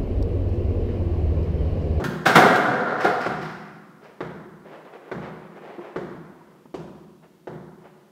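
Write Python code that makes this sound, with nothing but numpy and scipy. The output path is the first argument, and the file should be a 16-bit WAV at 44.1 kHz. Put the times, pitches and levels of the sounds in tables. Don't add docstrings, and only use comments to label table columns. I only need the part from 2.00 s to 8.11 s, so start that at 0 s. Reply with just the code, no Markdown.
import sys
import numpy as np
from scipy import signal
from scipy.io import wavfile

SR = 44100
rng = np.random.default_rng(int(sys.argv[2]) if len(sys.argv) > 2 else 0)


def master(y):
    cut = np.clip(np.atleast_2d(y).T, -1, 1)
    pcm = np.round(cut * 32767)
    wavfile.write(sys.argv[1], SR, pcm.astype(np.int16))


N = 269539
TIME = np.arange(N) / SR

# (time [s], level [dB], rise [s], clatter t60 [s], tilt [dB/octave], bass push
# [dB], ring [dB])
BLOWS = [(.039, -24, 0.0019, 0.15, 2, 0, -19), (.254, -7.5, 0.013, 0.22, 0.1, -12, -4.5),
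         (.352, -3.5, 0.0063, 0.16, 0.5, -2, -5.5), (0.375, -7.5, 0.0056, 0.14, -4, -16.5, -5.5),
         (.432, -15.5, 0.0035, 0.3, -6.5, -8, -3), (.553, -19, .005, 0.13, 0.5, -13.5, -10),
         (0.674, -23, 0.00677, 0.29, -4, -1.5, -5), (1.041, -12.5, 0.0097, 0.16, -2.5, -8.5, 2.5),
         (1.074, -20, 0.0077, 0.14, -3, -15, -1), (1.262, -26, 0.0013, 0.069, -6, 8, -27)]
# (frequency [Hz], level [dB])
CLATTER_EQ = [(90, -31), (180, -7), (400, -4), (740, 1), (1100, -3.5), (1450, 3), (1950, -6), (2500, -13.5),
              (3900, -15.5), (5200, -22), (7000, -26), (11000, -34), (15500, -33.5)]
# (frequency [Hz], level [dB])
PUSH_EQ = [(35, -27), (75, -29.5), (125, 0.5), (190, -5.5), (280, -1), (500, -10), (2000, -59.5)]
# (frequency [Hz], level [dB])
CHATTER_EQ = [(90, -38), (160, -4), (300, -6.5), (450, 3), (740, 0.5), (1050, -4), (1450, 4), (1900, -7.5),
              (2500, -22), (4000, -24.5), (7000, -40), (12000, -55)]
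# (frequency [Hz], level [dB], t60 [s])
PANEL_MODES = [(410, 3.5, 0.36), (498, 5, 0.76), (663.5, 0.5, 0.82), (714, 5.5, 0.3), (772, 7.5, 0.1),
               (935, -13, 0.66), (1060, -15, 0.18), (1343, 0, 0.14), (1455, -2.5, 0.25), (1680, -7, 0.18),
               (2114, 3.5, 0.12), (2170, -0.5, 0.25), (3020, -11.5, .35), (4028, -19, .2)]
# (frequency [Hz], level [dB], t60 [s])
BALL_MODES = [(367.3, 10, 0.051), (421, 0.5, 0.26), (547, -10, 0.12), (800, -4.5, 0.062), (960, -21.5, .08)]
def crashes():
    clatter, knocks, push = np.zeros((3, N))
    for s, db, rise, t60, tilt_db, bass_db, ring_db in BLOWS:
        force = amp(db) * swell(rise, t60)
        click = colour(CLATTER_EQ, tilt_db)
        add(clatter, s, through(force * grains(9000, 0.34, len(force)), click))
        add(knocks, s + rise / 2, amp(ring_db) * np.linalg.norm(force) * click)
        add(push, s, amp(bass_db) * through(force * grains(3000, 0.88, len(force)), colour(PUSH_EQ)))
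    chatter = rattle_envelope() * through(grains(550, 1.6), colour(CHATTER_EQ))
    panel = amp(-12) * through(knocks + amp(-4) * chatter, ring(PANEL_MODES))
    ping = amp(-15.5) * through(knocks, ring(BALL_MODES))
    metal = amp(1) * (clatter + chatter) + panel
    reverb = room(metal + amp(-6.5) * push, build_s=0.0027)
    return amp(-2) * (metal + push + ping) + amp(-4.5) * reverb


# (time [s], level [dB], hold [s])
RATTLE_BOUTS = [(0, -35, .2), (0.355, -14, 0.73)]
def rattle_envelope():
    out = np.zeros(N)
    flare = held(rise_s=0.03, hold_s=0, t60=0.9)
    for s, db, hold_s in RATTLE_BOUTS:
        steady = amp(-15) * held(rise_s=0.03, hold_s=hold_s, t60=0.53)
        add(out, s, amp(db) * np.maximum(flare, steady))
    return out


# (time [s], thump [dB], ping [dB], smack [dB], skin sizzle [dB], room boom [dB])
LANDINGS = [(0, 2.5, -10, -23, -22, 10.5), (1.262, 3.5, -13, -1.5, -18.5, 3.5),
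            (2.206, -0.5, -4.5, -7, -30, -1), (3.115, -1.5, -11, -7, -28, 2.5),
            (3.96, 0.5, 1.5, -9.5, -26, -1.5), (4.742, -4, 1, -22, -21, -4),
            (5.472, -4, -10, -17, -33, -2.5)]
# (frequency [Hz], level [dB])
THUMP_EQ = [(35, -22.5), (70, -21.5), (100, -15.5), (160, 6.5), (270, -8), (380, 9.5), (600, 1), (1000, -5),
            (1400, -14.5), (2500, -31), (8000, -54)]
# (frequency [Hz], level [dB])
SMACK_EQ = [(200, -22.5), (550, -3.5), (900, -1.5), (1400, -1.5), (2100, -9.5), (2600, -19), (3600, -21),
            (7000, -42), (14000, -56.5)]
# (frequency [Hz], level [dB])
SIZZLE_EQ = [(800, -19.5), (2500, 10), (4000, 0.5), (6500, -5), (8500, -12.5), (12000, -24.5), (15500, -29)]
# (delay [s], gain [linear])
EARLY_PATHS = [(0, 0.35), (.0034, 0.4), (.006, 0.24), (0.0105, 0.27)]
# (frequency [Hz], level [dB], t60 [s])
BOOM_MODES = [(76, -9.5, 0.95), (131.6, 1, 0.56), (157.8, 0, 1.5), (165.3, -3, 1.2), (192.5, -1.5, 1.4),
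              (209, -2, 2.3), (249, -1.5, 0.88), (349, -1, 1.4), (369.7, -4.5, 3.2)]
def bounces():
    out, walls = np.zeros(N), np.zeros(SR // 4)
    for delay, gain in EARLY_PATHS:
        add(walls, delay, np.array([gain]))
    boom = build_up(ring(BOOM_MODES), build_s=0.041)
    for s, thump_db, ping_db, smack_db, sizzle_db, boom_db in LANDINGS:
        hit = amp(ping_db) * ring(BALL_MODES)
        send = amp(-6.5) * hit
        for path in (hit, send):
            add(path, 0, amp(thump_db) * colour(THUMP_EQ))
        for db, eq, t60 in [(smack_db, SMACK_EQ, 0.016), (sizzle_db, SIZZLE_EQ, 0.07)]:
            contact = swell(rise_s=0.0004, t60=t60)
            skin = through(contact * grains(9000, 0.21, len(contact)), colour(eq))
            add(hit, 0, amp(db) * unit(skin))
            add(send, 0, amp(db) * colour(eq))
        near = amp(-0.5) * through(hit, unit(walls))
        far = amp(1.5) * through(send, tail(build_s=0.0016))
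        add(out, s, near + far + amp(boom_db) * boom)
    return out


# (time [s], level [dB], pitch [Hz], t60 [s])
FOOTFALLS = [(3.178, -30.5, 191, 0.081), (3.781, -28, 348, 0.11), (4.407, -46, 964, 0.064),
             (4.654, -38, 226, 0.029)]
def footfalls():
    out = np.zeros(N)
    for s, db, hz, t60 in FOOTFALLS:
        force = swell(rise_s=0.0057, t60=t60)
        thud = np.sin(2 * np.pi * hz * TIME[:len(force)])
        tap = amp(-4) * through(grains(3600, 0.97, len(force)), colour(THUMP_EQ))
        add(out, s, amp(db) * force / force.max() * (thud + tap))
    return amp(-1.5) * out + amp(-13.5) * through(out, tail(build_s=0.008))


# (time [s], level [dB], t60 [s])
PAPER_FLAPS = [(.997, -30, 0.6), (1.2, -35, 0.72), (1.41, -39, 0.7), (2.03, -51.5, 0.34)]
# (frequency [Hz], level [dB])
PAPER_EQ = [(400, -7), (1200, 11.5), (2200, 6.5), (3300, -4), (4300, -5.5), (5200, -3.5), (6300, -14.5),
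            (11000, -25), (15500, -27)]
def papers():
    flutter = np.zeros(N)
    for s, db, t60 in PAPER_FLAPS:
        add(flutter, s, amp(db) * held(rise_s=0.014, hold_s=0.014, t60=t60))
    return flutter * through(grains(2000, 1.9), colour(PAPER_EQ))


# (time [s], level [dB], length [s])
SCUFFS_AND_BUMPS = [(2.007, -46.5, 0.17), (2.645, -44, 0.12), (2.713, -42, .12), (2.844, -45, 0.076),
                    (2.926, -40.5, 0.073), (3.044, -48, 0.13), (3.216, -35, 0.11), (3.55, -43, 0.089),
                    (3.617, -40.5, 0.2), (3.8, -41, 0.16), (5.224, -49.5, .06), (5.837, -47.5, 0.07)]
# (time [s], level [dB], hold [s])
CLOTH_RUBS = [(2.637, -53, 1.47), (3.94, -58.5, 0.66), (5.794, -55.5, 0.11)]
# (frequency [Hz], level [dB])
SCUFF_EQ = [(100, -21.5), (250, -1.5), (420, 8), (680, 4), (1200, -3), (2100, -8), (3000, -16.5),
            (5000, -30), (9000, -45.5), (15000, -58)]
def scuffs():
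    touches, clothes = np.zeros((2, N))
    skew, sharpness = 0.56, 1.15
    for s, db, length in SCUFFS_AND_BUMPS:
        progress = TIME[TIME < length] / length
        add(touches, s, amp(db) * np.sin(np.pi * progress ** skew) ** sharpness)
    for s, db, hold_s in CLOTH_RUBS:
        add(clothes, s, amp(db) * held(rise_s=0.022, hold_s=hold_s, t60=0.18))
    return np.hypot(touches, clothes) * through(grains(3000, 1), colour(SCUFF_EQ))


# (frequency [Hz], t60 [s])
REVERB_TIMES = [(60, 1), (160, 2.8), (420, 0.66), (1100, 1.65), (2900, 1.036), (7700, 0.88), (15000, 0.66)]
def tail(build_s):
    hz, t, bands = signal.stft(grains(6000, 0.99, 2 * SR), SR, nperseg=256)
    decay = 1000 ** (-t / read(REVERB_TIMES, hz)[:, None])
    echo = signal.istft(bands * decay, SR, nperseg=256)[1][:2 * SR]
    return build_up(echo, build_s)


def room(x, build_s, count=3):
    turn = 2 * np.pi * 13 * TIME
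    sends = (x * np.cos(turn + np.pi * k / count) for k in range(count))
    return np.sqrt(2 / count) * sum(through(send, tail(build_s)) for send in sends)


# (frequency [Hz], level [dB])
HISS_EQ = [(30, 12.5), (90, -0.5), (160, 26), (400, 31), (1000, 5), (3000, 12.5), (8000, 5.5), (15500, 3.5)]
def hiss():
    return amp(-63) * through(rng.standard_normal(N), colour(HISS_EQ))


def amp(db):
    return 10 ** (np.asarray(db) / 20)


def unit(x):
    return x / np.sqrt(np.sum(x ** 2) + 1e-20)


def read(points, hz):
    f, value = np.transpose(points)
    return np.interp(np.log(hz + 1), np.log(f + 1), value)


def add(mix, s, sound):
    part = mix[max(round(s * SR), 0):][:len(sound)]
    part += sound[:len(part)]


def through(x, response):
    return signal.fftconvolve(x, response)[:len(x)]


def colour(eq, tilt_db=0, size=4096):
    hz = abs(np.fft.fftfreq(size, 1 / SR))
    octaves = np.log2(np.maximum(hz, 250) / 1000)
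    log_gain = np.log(amp(read(eq, hz) + tilt_db * octaves))
    minimum_phase = np.exp(np.conj(signal.hilbert(log_gain)))
    return unit(np.fft.ifft(minimum_phase).real[:size // 2])


def ring(modes):
    t = TIME[:2 * SR]
    return unit(sum((-1) ** k * amp(db) * unit(1000 ** (-t / t60) * np.sin(2 * np.pi * hz * t))
                    for k, (hz, db, t60) in enumerate(modes)))


def grains(per_s, spread_db, size=N):
    strength = amp(spread_db * np.minimum(rng.exponential(1, size), 3)) * rng.choice([-1, 1], size)
    return unit(strength * (rng.random(size) < per_s / SR)) * np.sqrt(size)


def swell(rise_s, t60):
    t = TIME[:SR // 2]
    return np.minimum(t / rise_s, 1) * 1000 ** (-t / t60)


def held(rise_s, hold_s, t60):
    return np.minimum(TIME / rise_s, 1) * 1000 ** (-np.maximum(TIME - hold_s, 0) / t60)


def build_up(x, build_s):
    return unit(x * (1 - np.exp(-TIME[:len(x)] / build_s)))


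def scene():
    bed = hiss()
    impacts = crashes() + bounces() + footfalls()
    rustle = scuffs() + papers()
    return (impacts + amp(-1.5) * rustle + amp(-7) * room(rustle, build_s=0.038) + bed)[None]


def record(dry):
    thin = signal.sosfilt(signal.butter(4, 52, "highpass", fs=SR, output="sos"), dry)
    rounded = thin / (1 + thin ** 4) ** (1 / 4)
    lowpass = signal.firwin(511, 15750, window=("kaiser", 9), fs=SR)
    return signal.oaconvolve(rounded, lowpass[None], "same")


dry = scene()
out = record(dry)
master(out)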